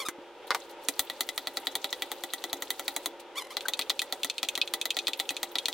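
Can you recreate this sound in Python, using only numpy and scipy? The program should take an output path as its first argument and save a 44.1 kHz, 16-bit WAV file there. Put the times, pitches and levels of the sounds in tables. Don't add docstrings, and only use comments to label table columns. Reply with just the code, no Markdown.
import sys
import numpy as np
from scipy import signal
from scipy.fft import rfft, irfft
from scipy.io import wavfile
from scipy.ndimage import uniform_filter1d

SR = 44100
rng = np.random.default_rng(int(sys.argv[2]) if len(sys.argv) > 2 else 0)


def waveform_to_disk(signal):
    frames = np.transpose(np.atleast_2d(signal))
    scaled = np.clip(frames, -1, 1) * 32767
    samples = np.round(scaled).astype(np.int16)
    wavfile.write(sys.argv[1], SR, samples)


N = 252825

# (time [s], force [dB], sharpness [dB])
SCREW_SNAPS = [(0.886, 3, 5.5), (0.9939, 4.5, 6.5), (1.0993, -2.5, -3), (1.2078, 2.5, 3.5),
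               (1.2898, -1.5, -0.5), (1.3783, 0.5, -0.5), (1.4717, 0, -2.5), (1.5712, 0.5, -2),
               (1.6701, 4, -6.5), (1.7539, 2, 1.5), (1.8438, 2, -4), (1.928, 1, -4.5), (2.0217, 1.5, -3),
               (2.1168, -5, 4), (2.2373, -4.5, 3), (2.3358, -2.5, 5.5), (2.44, -3, 0), (2.5303, 0, 2.5),
               (2.6229, -7, 7), (2.7048, 1, 3.5), (2.7954, -7, 5.5), (2.8805, 2, 0.5), (2.9641, -2.5, 6.5),
               (3.0593, 0, 4), (3.5689, 2, -6), (3.684, 1, 4.5), (3.7926, 2.5, 0), (3.9013, 6, -7),
               (4.0182, -2, 2), (4.1248, 1, -1.5), (4.2463, -3, 6.5), (4.4303, 3, -2.5), (4.5768, -3, 0.5),
               (4.7379, 2.5, 2), (4.8554, 0, 1), (4.9681, 1.5, -3), (5.0814, 3, -3), (5.1993, 3.5, -2),
               (5.306, -5, 2), (5.4309, -0.5, 3.5), (5.5555, 3.5, -9.5), (5.684, -0.5, 1)]
# (frequency [Hz], level [dB])
SCREW_EQ = [(50, -15), (165, -25), (280, 17.5), (500, 11.5), (800, 21), (1100, 13.5), (1350, 21.5),
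            (1600, 2), (1950, 21.5), (2800, 4.5), (3350, 14.5), (4150, 12), (5200, 5), (11500, 0),
            (16000, -0.5)]
# (frequency [Hz], level [dB], 60 dB decay [s])
HOUSING_MODES = [(276.6, -10, 0.15), (536, -47, 0.25), (780, -1.5, 0.14), (1973, 5.5, 0.069),
                 (3000, -28, 0.062), (3390, -17, 0.082), (3490, -17.5, 0.16), (4100, -0.5, 0.013),
                 (3930, -9.5, 0.097), (4510, -3.5, 0.026)]


def screw(pusher_in_s=3.3, steadied_db=-5, rocking_hz=400):
    out = np.zeros((2, N))
    hits = contacts(SCREW_SNAPS, body_db=-37, force_share=0.32, sharp_share=0.16,
                    ring_db=-33, snap_db=-37, bright_hz=3650, spread_octaves=0.089)
    hits[0, -1] = 8560
    for hit in hits:
        low_cut_db = steadied_db * (hit[0] > pusher_in_s)
        eq = [(hz, db + low_cut_db * (hz < rocking_hz)) for hz, db in SCREW_EQ]
        add(out, *blow(hit, eq, HOUSING_MODES, scatter_db=0.5, modes_db=-21.5,
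                       bright_db=5.5, bright_octaves=0.36, slip_db=-37, bend_s=0.000337))
    return out


# (time [s], force [dB], sharpness [dB])
PUSHER_HITS = [(3.608, -8, 0), (3.7356, 2.5, -1), (3.8133, -2.5, -8), (3.8201, -4.5, -1),
               (3.8968, 2.5, 4.5), (3.9931, 5, 0), (4.2329, 3, 1), (4.2991, 2, 1), (4.3817, -0.5, -1.5),
               (4.4487, -9, -2), (4.4872, 3.5, 4), (4.5536, 0.5, 2), (4.6151, 9, -10.5), (4.6756, -5, -1.5),
               (4.8142, 2, 2.5), (4.9054, 4.5, 0), (4.9887, 3, -1), (5.0703, 5, -4.5), (5.1336, 0.5, -3.5),
               (5.1934, -7, -5), (5.2914, 2.5, 3), (5.3668, -2.5, 1.5), (5.5849, 3.5, -0.5),
               (5.6568, 5, 0.5), (5.728, -5.5, -5)]
# (frequency [Hz], level [dB])
PUSHER_EQ = [(150, -52), (700, -1), (1600, 2), (2200, 10.5), (2570, 17.5), (2950, 12), (3450, 15.5),
             (4150, 18.5), (5200, 7.5), (7000, 4.5), (15000, -12)]
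# (frequency [Hz], level [dB], 60 dB decay [s])
HOPPER_MODES = [(2546, 1.5, 0.055), (3230, -9.5, 0.098), (3570, -35.5, 0.088), (3620, 3, 0.028),
                (3600, -41, 0.16), (4270, 2.5, 0.025), (4630, -23, 0.041)]


def pusher():
    out = np.zeros((2, N))
    for hit in contacts(PUSHER_HITS, body_db=-51.5, force_share=0.56, sharp_share=0.49,
                        ring_db=-33, snap_db=-43, bright_hz=3330, spread_octaves=0.1):
        add(out, *blow(hit, PUSHER_EQ, HOPPER_MODES, scatter_db=0.5, modes_db=-19.5,
                       bright_db=4.5, bright_octaves=0.24, slip_db=-50, bend_s=0.000193))
    return out


# (time [s], force [dB], sharpness [dB])
BOWL_HITS = [(0.086, -4.5, 10), (0.5061, 4.5, -3.5), (0.516, -2.5, -9), (0.5477, 1.5, 2.5)]
# (frequency [Hz], level [dB])
BOWL_EQ = [(150, -27), (330, -7), (470, 4.5), (680, -2.5), (1100, 1), (1700, 6), (2150, 8.5), (2700, 0),
           (3500, 5), (6000, 0), (16000, -15)]
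# (frequency [Hz], level [dB], 60 dB decay [s])
BOWL_MODES = [(946, -20, 0.092), (1090, -21, 0.11), (1477, -8.5, 0.061), (2090, -12.5, 0.18)]


def bowl():
    out = np.zeros((2, N))
    for hit in contacts(BOWL_HITS, body_db=-30.5, force_share=1.0, sharp_share=-0.1,
                        ring_db=-36.5, snap_db=-42.5, bright_hz=990, spread_octaves=0.066):
        add(out, *blow(hit, BOWL_EQ, BOWL_MODES, scatter_db=2, modes_db=-27,
                       bright_db=11.5, bright_octaves=0.62, slip_db=-53, bend_s=0.000096))
    return out


def contacts(events, body_db, force_share, sharp_share, ring_db, snap_db, bright_hz, spread_octaves):
    s, force_db, sharp_db = np.transpose(events)
    peak_hz = bright_hz * 2 ** (spread_octaves * rng.standard_normal(len(s)))
    body = body_db + force_share * force_db + sharp_share * sharp_db
    return np.transpose([s, body, ring_db + force_db, snap_db + force_db + sharp_db, peak_hz])


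# (body to ring [Hz], ring to snap [Hz])
CROSSOVERS = [2250, 5700]
# (frequency [Hz], 60 dB decay [s])
TABLE_DECAY = [(200, 0.24), (1000, 0.051), (3500, 0.052), (8000, 0.052), (16000, 0.068)]
TOP_HZ = 16150


def blow(hit, eq, modes, scatter_db, modes_db, bright_db, bright_octaves, slip_db, bend_s, size=8192):
    s, *levels_db, bright_hz = hit
    t, hz = np.arange(size) / SR, bins(size)
    lead = 160
    push = gain_of(scatter_db) * np.roll(tail(TABLE_DECAY, size), lead, axis=1)
    push[:, lead] += 1
    push[:, :lead] += gain_of(slip_db) * rng.standard_normal(lead) * np.linspace(0, 1, lead)
    sound = coloured(push, curve(eq, hz))
    age = np.maximum(t - lead / SR, 0)
    for (rest_hz, db, t60), (accent, load) in zip(modes, rng.standard_normal((len(modes), 2))):
        mode_hz = rest_hz * (1 + 0.011 * load)
        envelope = gain_of(modes_db + db + 3.8 * accent - 60 * age / t60)
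        sound += envelope * np.sin(2 * np.pi * mode_hz * age)
    lag_turns = bend_s * (2 * np.sqrt(hz * TOP_HZ) - hz)
    sound = irfft(rfft(sound) * np.exp(-2j * np.pi * lag_turns))
    tone_db = bright_db * np.exp(-(np.log2((hz + 1) / bright_hz) / bright_octaves) ** 2)
    tone_db += 1.7 * drift(len(hz), size=260)
    register = np.searchsorted(CROSSOVERS, hz)
    energy = np.bincount(register, abs(rfft(sound.mean(0)) * gain_of(tone_db)) ** 2) * 2 / size
    trim_db = np.array(levels_db) - 10 * np.log10(energy / (0.02 * SR))
    return s - lead / SR, coloured(sound, tone_db + uniform_filter1d(trim_db[register], size=70))


# (start [s], length [s], relative level [dB], top pitch [Hz], overtone boost [dB])
SQUEAK_CUES = [(-.015, .06, -39, 1162, 4), (0.049, .035, -38, 1282, 0.5), (3.353, 0.075, -35.5, 1174, 3.5),
               (3.44, 0.019, -45, 1030, 7), (3.468, 0.0076, -40, 1005, 0), (3.501, .027, -44, 1056, 5),
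               (3.52, 0.015, -40.5, 1200, -3), (3.652, 0.014, -33.5, 1510, -16)]
# (frequency [Hz], level [dB])
SQUEAK_EQ = [(1000, 3.5), (2100, 1.5), (2600, -9), (3300, 3), (4400, -6.5), (6500, -10), (8000, -12),
             (10000, -11), (13000, -17), (16000, -24)]


def squeaks(jitter=0.025, flutter_db=3.5, sag_hz_per_s=2400, slack_db=-7, fade_s=0.004):
    out = np.zeros((2, N))
    for s, length, db, top_hz, overtones_db in SQUEAK_CUES:
        t = np.arange(max(-s, 0), length, 1 / SR)
        slack = 1 - np.exp(-((t / length - 0.4) / 0.19) ** 2)
        hz = top_hz - sag_hz_per_s * length * slack
        turns = np.cumsum(hz * (1 + jitter * drift(len(t), size=40))) / SR
        slips = gain_of(curve(SQUEAK_EQ, hz)) * np.cos(2 * np.pi * turns)
        for k in range(2, 15):
            flicker_db = -drift(len(t), size=400)
            harmonic_db = curve(SQUEAK_EQ, k * hz) + overtones_db + flicker_db
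            slips += gain_of(harmonic_db) * np.cos(2 * np.pi * k * turns)
        level_db = db + slack_db * slack + flutter_db * drift(len(t), size=90)
        fade = np.clip(np.minimum(t, length - t) / fade_s, 0, 1)
        add(out, s, unit_rms(slips) * gain_of(level_db) * fade)
    reflections = convolved(out, tail(TABLE_DECAY, size=4096))
    return gain_of(1) * (out + gain_of(-2) * reflections)


# (time [s], level [dB], pitch [Hz], 60 dB decay [s])
THUD_CUES = [(0.086, -24, 324, 0.021), (0.185, -34.5, 307, 0.042), (0.888, -33, 292, 0.072),
             (0.996, -46, 65, 0.048), (2.532, -48, 70, .04)]


def thuds(attack_s=0.0013):
    out, t = np.zeros((2, N)), np.arange(SR // 5) / SR
    attack = 1 - np.exp(-t / attack_s)
    for s, db, hz, t60 in THUD_CUES:
        add(out, s, gain_of(db - 60 * t / t60) * np.sin(2 * np.pi * hz * t) * attack)
    return out


# (frequency [Hz], level [dB])
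PULP_EQ = [(300, -8), (1500, -9), (3300, 0), (4100, 2.5), (5200, -5), (8300, -5), (9500, -8), (16000, -10)]


def pulp(band_pops_per_s=30, spread_db=4, smear_db=-2, surge_db=2, width_octaves=0.27):
    pops, hz = np.zeros((2, N)), bins(2048)
    for centre_hz in np.geomspace(2500, 14000, num=8):
        strengths = gain_of(spread_db * np.minimum(rng.exponential(1, N), 5))
        bursts = strengths * (rng.random(N) < band_pops_per_s / SR)
        band_db = -10 * np.log10(1 + (np.log2((hz + 1) / centre_hz) / width_octaves) ** 4)
        puff = coloured(tail(TABLE_DECAY, size=2048), band_db)
        pops += convolved(bursts[None], puff)
    smear = gain_of(smear_db + surge_db * drift(N, size=900)) * stereo_noise(N)
    return unit_rms(equalised(unit_rms(pops) + smear, PULP_EQ)) * pulp_flow()


# (start [s], stop [s], opening pulp level [dB])
CRANK_SPELLS = [(0.806, 3.067, -53.5), (3.47, 5.73, -56)]
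# (time [s], level [dB], rise [s])
SMACK_CUES = [(.467, -47, 0.009), (.51, -48.5, 0.048), (.692, -49, 0.0078), (3.196, -45.5, 0.0053)]


def pulp_flow(rise_s=0.033, fall_s=0.034, fill_db_per_s=0.85, seep_db=-77):
    t = np.arange(N) / SR
    flow = np.full(N, gain_of(seep_db))
    for start, stop, db in CRANK_SPELLS:
        turning = np.clip((t - start) / rise_s, 0, 1) * np.exp(-np.maximum(t - stop, 0) / fall_s)
        flow += turning * gain_of(db + fill_db_per_s * (t - start))
    for s, db, smack_rise_s in SMACK_CUES:
        age = np.maximum(t - s, 0) / smack_rise_s
        flow += gain_of(db) * age * np.exp(1 - age)
    return flow


# (frequency [Hz], level [dB])
FAN_EQ = [(40, -20), (160, -24.5), (265, -10), (335, -3.5), (570, 3.5), (670, -10), (770, -2), (960, -1),
          (1070, -14), (1250, -8.5), (1700, -14), (3450, -14), (4100, -21.5), (16000, -43.5)]
# (pitch [Hz], level [dB])
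FAN_HUM = [(349, -59)]


def fan(air_db=-48, swell_db=0.93, waver_hz=3.32, hum_swell_db=3.7):
    air = unit_rms(equalised(stereo_noise(N), FAN_EQ))
    hum = np.zeros(N)
    for hz, db in FAN_HUM:
        turns = np.cumsum(hz + waver_hz * drift(N, size=2500)) / SR
        hum += gain_of(db) * np.sqrt(2) * np.sin(2 * np.pi * turns)
    air *= gain_of(air_db + swell_db * drift(N, size=5000))
    return air + hum * gain_of(hum_swell_db * drift(N, size=4000))


# (frequency [Hz], 60 dB decay [s])
KITCHEN_DECAY = [(3000, 1), (16000, 0.46)]


def kitchen(near):
    return convolved(near.mean(0)[None], tail(KITCHEN_DECAY, size=16384))


def tail(decays, size):
    hz, t, spectra = signal.stft(stereo_noise(size), SR, nperseg=128)
    decay = gain_of(-60 * t / curve(decays, hz)[:, None])
    reflections = signal.istft(spectra * decay, SR, nperseg=128)[1][:, :size]
    fade_in = 1 - np.exp(-(np.arange(size) / SR / 0.0004) ** 2)
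    return unit_rms(reflections * fade_in) / np.sqrt(size)


# (frequency [Hz], left-right likeness [0-1])
STEREO_IMAGE = [(150, 0), (300, 0.99), (1800, 0.91), (4200, 0.5), (8000, 0.01), (16000, 0.13)]


def stereo_noise(size):
    a, b = rfft(rng.standard_normal((2, size)))
    likeness = np.clip(curve(STEREO_IMAGE, bins(size)), 0, 1)
    mid, side = a * np.sqrt((1 + likeness) / 2), b * np.sqrt((1 - likeness) / 2)
    return irfft([mid + side, mid - side], size)


def coloured(x, db):
    log_gain = np.log(gain_of(np.r_[db, db[-2:0:-1]]))
    response = np.exp(np.conj(signal.hilbert(log_gain)))[:len(db)]
    return irfft(rfft(x) * response)


def equalised(x, eq):
    return irfft(rfft(x) * gain_of(curve(eq, bins(N))), N)


def convolved(x, response):
    return signal.oaconvolve(x, response, axes=1)[:, :N]


def drift(length, size):
    return unit_rms(uniform_filter1d(uniform_filter1d(rng.standard_normal(length), size), size))


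def curve(points, hz):
    point_hz, value = np.transpose(points)
    return np.interp(np.log(hz + 1), np.log(point_hz), value)


def add(mix, s, sound):
    part = mix[:, max(round(s * SR), 0):][:, :sound.shape[-1]]
    part += sound[..., :part.shape[1]]


def bins(size):
    return np.fft.rfftfreq(size, 1 / SR)


def gain_of(db):
    return 10 ** (np.asarray(db) / 20)


def unit_rms(x):
    return x / np.sqrt(np.mean(x ** 2) + 1e-20)


def scene():
    low_cut = signal.butter(1, 140, "high", fs=SR, output="sos")
    impacts = gain_of(-0.29) * signal.sosfilt(low_cut, screw() + pusher() + bowl())
    near = impacts + thuds() + squeaks() + pulp()
    return near + gain_of(-32) * kitchen(near) + fan()


def record(dry):
    lean_db = curve([(500, -0.39), (2000, 0.55), (4000, 0.77), (12000, 1.3)], bins(N))
    tilted = irfft(rfft(dry) * gain_of([lean_db / 2, -lean_db / 2]), N)
    high_cut = signal.firwin(255, TOP_HZ, window=("kaiser", 9), fs=SR)
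    return signal.oaconvolve(tilted, high_cut[None], "same")


dry = scene()
out = record(dry)
waveform_to_disk(out)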